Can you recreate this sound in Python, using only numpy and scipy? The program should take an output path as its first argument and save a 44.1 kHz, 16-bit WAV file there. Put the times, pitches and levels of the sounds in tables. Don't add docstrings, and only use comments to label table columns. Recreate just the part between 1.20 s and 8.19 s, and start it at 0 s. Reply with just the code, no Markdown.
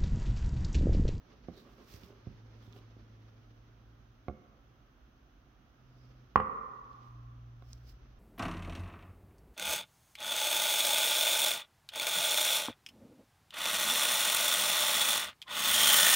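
import sys
import numpy as np
from scipy import signal
from scipy.fft import rfft, irfft, next_fast_len
from scipy.io import wavfile

SR = 44100
rng = np.random.default_rng(int(sys.argv[2]) if len(sys.argv) > 2 else 0)


def materialize(psi):
    bounded = np.clip(np.atleast_2d(psi).T, -1, 1)
    quanta = np.round(bounded * 32767).astype(np.int16)
    wavfile.write(sys.argv[1], SR, quanta)


N = 308259
TIME = np.arange(N) / SR

# (frequency [Hz], level [dB])
AIR_COLOUR = [(24, -26.5), (43, -0.5), (60, -2), (85, -14.5), (120, -7.5), (175, -19), (260, -13.5),
              (480, -26), (720, -23), (900, -28.5), (1300, -23), (2100, -34), (3200, -33.5), (4500, -42),
              (6400, -40), (7200, -62), (10000, -58.5), (12500, -50)]
# (frequency [Hz], left-right likeness [-1..1])
DIFFUSE_LIKENESS = [(50, 0.93), (250, 1), (600, 0.26), (1500, 0.068), (5000, 0.071)]
# (start [s], end [s], level [dB], fade [dB/s])
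GRIP_MOVES = [(0.13, 1.647, -64.5, 8), (4.85, 5.014, -70.5, 26), (5.75, 5.81, -70.5, 27.5),
              (6.801, 6.91, -72, 34)]
# (frequency [Hz], level [dB])
RUSTLE_COLOUR = [(60, -7.5), (150, -6), (240, 1.5), (350, -5.5), (500, -6.5), (700, -14.5), (1150, -14),
                 (1900, -17.5), (3100, -21.5), (6200, -24.5), (7400, -51)]
# (peak time [s], level [dB], length [s], brightness [dB/octave])
EDGE_DRAGS = [(0.134, -66, 0.1, 3.5), (0.372, -59, 0.17, -3), (0.485, -57.5, 0.11, 1),
              (0.618, -61, 0.18, 0.5), (0.725, -66, 0.077, 4), (0.916, -61, 0.24, 1.5),
              (1.566, -62, 0.21, 2.5)]
# (frequency [Hz], width [Hz], level [dB])
BOARD_MODES = [(404, 71, 1), (548, 300, -5.5), (1095, 290, -9.5), (2900, 780, -19)]
# (time [s], level [dB], hardness [Hz], low cut [Hz], rebound gap [s], rebound loss [dB])
TABLE_BUMPS = [(0.2851, -24.5, 400, 149, .0118, 2.5), (0.741, -32, 140, 80, 0.0305, 7),
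               (0.835, -34.5, 225, 90.5, 0.028, 19), (1.0698, -20.5, 163, 113, .035, 8),
               (1.477, -36.5, 220, 70, .03, 10), (1.562, -40, 420, 250, 0.021, 4),
               (1.767, -38.5, 304, 190, 0.024, 13), (3.0833, -25, 1160, 56, .0138, 5),
               (6.423, -45, 1500, 500, 0.026, 16.5)]
# (frequency [Hz], level [dB], t60 [s], first swing [+/-1])
BOOK_MODES = [(74.6, -14, 0.086, 1), (122, -11.5, 0.083, 1), (199, -15, 0.038, 1), (268, -9, 0.023, 1),
              (377, -11, 0.039, 1), (540, -9.5, 0.028, 1), (713, -7.5, 0.032, 1), (1127, -8.5, 0.02, 1),
              (1375, -13.5, 0.02, 1), (2140, -12.5, 0.021, 1)]
# (frequency [Hz], t60 [s])
REVERB_T60 = [(70, 0.7), (200, 0.66), (500, 1.2), (1100, 1.68), (2000, 1.3), (3000, 0.6), (6000, 0.55),
              (14000, .25)]
# (frequency [Hz], level [dB])
REVERB_COLOUR = [(70, -5.5), (140, 2), (210, 7), (320, 2), (500, -.5), (700, -8.5), (1000, -3.5), (1250, 1),
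                 (1600, -6.5), (2100, -0.5), (5000, -5), (14000, -7)]
# (frequency [Hz], left-right likeness [-1..1])
REVERB_LIKENESS = [(100, 0.8), (300, 1), (600, 0.79), (1100, -0.46), (2500, 0.33)]
# (peak time [s], hiss [dB], rasp [dB], rasp pitch [Hz], length [s])
FINGER_SLIDES = [(0.386, -66.5, -63, 3950, 0.13), (0.518, -76, -80, 3000, 0.28),
                 (0.734, -58.5, -77, 5000, 0.21), (0.853, -68.5, -77, 3300, 0.24),
                 (1.453, -74.5, -75, 3500, 0.23), (1.57, -72, -73, 3200, 0.14),
                 (4.84, -86.5, -78, 5000, 0.55), (5.87, -80.5, -91.5, 4500, .3),
                 (6.523, -69.5, -71.5, 5330, 0.21), (6.697, -64, -67.5, 5030, 0.12)]
# (frequency [Hz], level [dB])
HISS_COLOUR = [(800, -11.5), (2000, -4.5), (3300, -5), (5500, -2.5), (7500, -14.5), (10000, -17.5),
               (14000, -8), (16000, -10)]
# (time [s], level [dB], centre [Hz])
DRY_TICKS = [(0.739, -40, 4520), (0.8343, -39, 3200), (1.526, -48, 4270), (1.532, -44, 3000),
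             (1.563, -43, 3000), (1.588, -46, 3200), (3.0836, -44, 3180), (5.731, -54, 4009),
             (5.832, -57, 4466), (6.4235, -47, 2800), (6.5316, -35.5, 5350)]
# (start [s], end [s], pitch [Hz], level [dB], sub-octave level [dB], fade [dB/s])
HUM_SWELLS = [(1.1, 2.35, 110.9, -58.5, -69.5, 12), (4.716, 5.017, 124.1, -59.5, -72.5, 90.5),
              (5.979, 6.358, 118.2, -51.5, -58.5, 25)]
# (time [s], level [dB], hardness [Hz])
KNOCK_CONTACTS = [(5.1578, -5.5, 2900), (5.1606, -16, 3140), (5.2, -15.5, 1960), (5.2026, -24, 2200)]
# (frequency [Hz], level [dB], t60 [s], first swing [+/-1])
KNOCK_MODES = [(86, -24, 0.044, -1), (171, -23.5, 0.042, -1), (219.7, -28, 0.12, -1),
               (266.4, -27.5, 0.075, -1), (456, -28.5, 0.08, -1), (530, -17.5, 0.036, -1),
               (812, -16, 0.029, -1), (940, -20, .03, -1), (1064, 1.5, 0.01, -1), (1185, -0.5, 0.015, 1),
               (1362, -13, 0.014, 1), (1650, -26.5, 0.019, 1), (1943, -19, .026, -1),
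               (2464, -31.5, .041, -1), (2755, -34.5, 0.046, -1)]
# (frequency [Hz], level [dB])
CRACK_COLOUR = [(60, -13.5), (170, 2.5), (330, -5.5), (650, -2.5), (1500, -2), (2800, -0.5), (3300, -12),
                (3900, -22), (4800, -23), (6200, -33.5), (9000, -41.5), (13000, -32.5)]
# (delay [s], left [dB], right [dB])
EARLY_ECHOES = [(.0055, -22.5, -28.5), (0.0137, -13, -23), (0.0195, -30, -9.5), (.0305, -26.5, -15.5)]


def from_db(db):
    return 10 ** (np.asarray(db) / 20)


def rms_one(x):
    return x / np.sqrt(np.mean(x ** 2) + 1e-20)


def at_hz(points, hz):
    f, value = np.transpose(points)
    return np.interp(np.log(np.maximum(hz, 1)), np.log(f), value)


def cut(x, hz, kind, order=2):
    return signal.sosfilt(signal.butter(order, hz, kind, fs=SR, output="sos"), x)


def pan(right_db):
    return from_db(np.array([[-.5], [.5]]) * right_db)


def add(track, s, sound):
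    at = round(s * SR)
    track[..., at:at + sound.shape[-1]] += sound[..., :N - at]


def drift(rate_hz):
    knots = rng.standard_normal(2048)
    return np.interp(TIME * rate_hz, np.arange(len(knots)), knots)


def noise(colour, likeness, size=N):
    padded = next_fast_len(size, True)
    hz = np.fft.rfftfreq(padded, 1 / SR)
    mid, side = rfft(rng.standard_normal((2, padded)))
    alike = at_hz(likeness, hz)
    pair = np.sqrt(1 + alike) * mid + np.sqrt(1 - alike) * side * [[1], [-1]]
    return rms_one(irfft(pair * from_db(at_hz(colour, hz)), padded)[:, :size])


def resonate(x, hz, width_hz):
    b, a = signal.iirpeak(hz, hz / width_hz, fs=SR)
    return rms_one(signal.lfilter(b, a, signal.lfilter(b, a, x)))


def held_db(start, end, rise_db_per_s, fall_db_per_s):
    return -rise_db_per_s * np.maximum(start - TIME, 0) - fall_db_per_s * np.maximum(TIME - end, 0)


def stroke(s, length, rise_share=.54, depth_db=19.5):
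    away = np.maximum((s - TIME) / rise_share, (TIME - s) / (1 - rise_share)) / length
    return from_db(-depth_db * np.minimum(away, 10))


def strike(modes, scatter_db=1.0):
    t = TIME[:SR // 5]
    hz, level_db, t60, swing = np.transpose(modes)[:, :, None]
    strength_db = level_db + scatter_db * rng.standard_normal(hz.shape)
    return np.sum(swing * from_db(strength_db - 60 * t / t60) * np.sin(2 * np.pi * hz * t), axis=0)


def room_tone(level_db=-61.5):
    return from_db(level_db) * noise(AIR_COLOUR, DIFFUSE_LIKENESS) * pan(right_db=2.5)


def board_rustle(rise_db_per_s=37, lurch_db=2.5):
    effort = sum(from_db(level_db + held_db(start, end, rise_db_per_s, fade))
                 for start, end, level_db, fade in GRIP_MOVES)
    rustle = noise(RUSTLE_COLOUR, DIFFUSE_LIKENESS)
    return rustle * effort * from_db(lurch_db * drift(45)) * pan(right_db=3.5)


def edge_drags(slips_per_s=1500):
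    slips = (rng.random(N) < slips_per_s / SR) * rng.standard_normal(N) + 1e-18
    strokes = np.array([stroke(s, length) for s, _, length, _ in EDGE_DRAGS])
    _, level_db, _, tilt_db = np.transpose(EDGE_DRAGS)
    out = 0
    for hz, width_hz, mode_db in BOARD_MODES:
        octaves = np.log2(hz / BOARD_MODES[0][0])
        envelope = from_db(level_db + mode_db + tilt_db * octaves) @ strokes
        out = out + envelope * resonate(slips, hz, width_hz)
    return out * pan(right_db=3.5)


def book_bumps(contacts=3, hardness_kept=.66):
    out = np.zeros(N)
    for s, level_db, hard_hz, low_cut_hz, gap, loss_db in TABLE_BUMPS:
        for k in range(contacts):
            blow = cut(strike(BOOK_MODES), hard_hz * hardness_kept ** k, "low")
            add(out, s + k * gap, from_db(level_db - k * loss_db) * cut(blow, low_cut_hz, "high"))
    return out * pan(right_db=6.0)


def room_reverb(send, build_s=0.0095, size=2 ** 16):
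    t, hz = TIME[:size], np.fft.rfftfreq(size, 1 / SR)
    spectrum = rfft(noise(REVERB_COLOUR, REVERB_LIKENESS, size))
    centres, t60s = np.transpose(REVERB_T60)
    tail = 0
    for t60, share in zip(t60s, np.eye(len(centres))):
        band = irfft(spectrum * at_hz(np.c_[centres, share], hz), size)
        tail = tail + band * from_db(-60 * t / t60)
    bloom = 1 - np.exp(-(t / build_s) ** 2)
    return signal.fftconvolve(send, tail * bloom / np.sqrt(SR), axes=1)[:, :N] * pan(right_db=3.5)


def finger_slides(grain_db=2.0, rasp_width_hz=1000):
    hiss = noise(HISS_COLOUR, likeness=[(1000, 0.25), (8000, .2)])
    friction = rng.standard_normal((2, N))
    out = 0
    for s, hiss_db, rasp_db, rasp_hz, length in FINGER_SLIDES:
        rasp = resonate(friction, rasp_hz, rasp_width_hz)
        out = out + stroke(s, length) * (from_db(hiss_db) * hiss + from_db(rasp_db) * rasp)
    return out * from_db(grain_db * drift(250)) * pan(right_db=5.0)


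def dry_ticks(band_ratio=1.41, edge_db=-20, snap_t60=0.0067):
    out, t = np.zeros((2, N)), TIME[:SR // 10]
    for s, level_db, centre_hz in DRY_TICKS:
        snap = rng.standard_normal((2, len(t))) * from_db(-60 * t / snap_t60)
        body = cut(snap, [centre_hz / band_ratio, centre_hz * band_ratio], "band")
        edge = from_db(edge_db) * cut(snap, centre_hz, "high")
        add(out, s, from_db(level_db) * (body + edge))
    return out * pan(right_db=6.0)


def distant_hum(waver_db=1.63, wander_hz=0.56, overtone_db=-24, right_lag_s=0.00021):
    attack_ratio, sub_linger_s = 1.7, 0.33
    bend_hz_per_db = 0.23
    out, wander = 0, wander_hz * drift(2.5)
    for start, end, hz, level_db, sub_db, fade in HUM_SWELLS:
        swell_db = held_db(start, end, attack_ratio * fade, fade)
        sub_swell_db = held_db(start, end + sub_linger_s, attack_ratio * fade, fade)
        pitch_hz = hz - bend_hz_per_db * swell_db + wander
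        phase = 2 * np.pi * (np.cumsum(pitch_hz) / SR - pitch_hz * right_lag_s * [[0], [1]])
        tone = from_db(level_db + swell_db) * (np.sin(phase) + from_db(overtone_db) * np.sin(2 * phase))
        sub = from_db(sub_db + sub_swell_db) * np.sin(phase / 2)
        out = out + tone + sub
    return np.sqrt(2) * out * from_db(-waver_db * drift(5.6)) * pan(right_db=0.6)


def hard_knock(crack_db=-22, crack_t60=0.027, closing_s=0.0038, left_lag_s=.00008):
    out, t = np.zeros((2, N)), TIME[:SR // 10]
    attack = np.sin(np.pi / 2 * np.minimum(t / closing_s, 1)) ** 2
    decay = from_db(-60 * t / crack_t60)
    for s, level_db, hard_hz in KNOCK_CONTACTS:
        blow = cut(strike(KNOCK_MODES), hard_hz, "low", order=4)
        ring = from_db(level_db) * cut(blow, 60, "high", order=4)
        add(out[0], s + left_lag_s, ring)
        add(out[1], s, ring)
        crack = noise(CRACK_COLOUR, likeness=[(100, .9), (5000, .5)], size=len(t))
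        add(out, s, from_db(level_db + crack_db) * crack * attack * decay)
    return out * pan(right_db=5.5)


def early_echoes(x):
    out = np.zeros((2, N))
    for delay, left_db, right_db in EARLY_ECHOES:
        add(out, delay, from_db([[left_db], [right_db]]) * x.mean(axis=0))
    return out


def deep_rumble(level_db=-54.5, full_at_s=6.72, rise_db_per_s=22, low_hz=42, high_hz=60):
    swell_db = -rise_db_per_s * np.maximum(full_at_s - TIME, 0)
    return from_db(level_db + swell_db) * rms_one(cut(rng.standard_normal(N), [low_hz, high_hz], "band"))


def scene():
    book = book_bumps() + dry_ticks()
    knock = hard_knock()
    send = (from_db(-3.0) * book + from_db(1.0) * knock).mean(axis=0, keepdims=True)
    room = early_echoes(knock) + room_reverb(send) + room_tone()
    handling = edge_drags() + finger_slides() + board_rustle()
    return book + knock + room + handling + distant_hum() + deep_rumble()


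def record(dry, low_cut_hz=30, high_cut_hz=15900):
    high_cut = signal.ellip(10, .1, 80, high_cut_hz, fs=SR, output="sos")
    return signal.sosfilt(high_cut, cut(dry, low_cut_hz, "high", order=6))


dry = scene()
out = record(dry)
materialize(out)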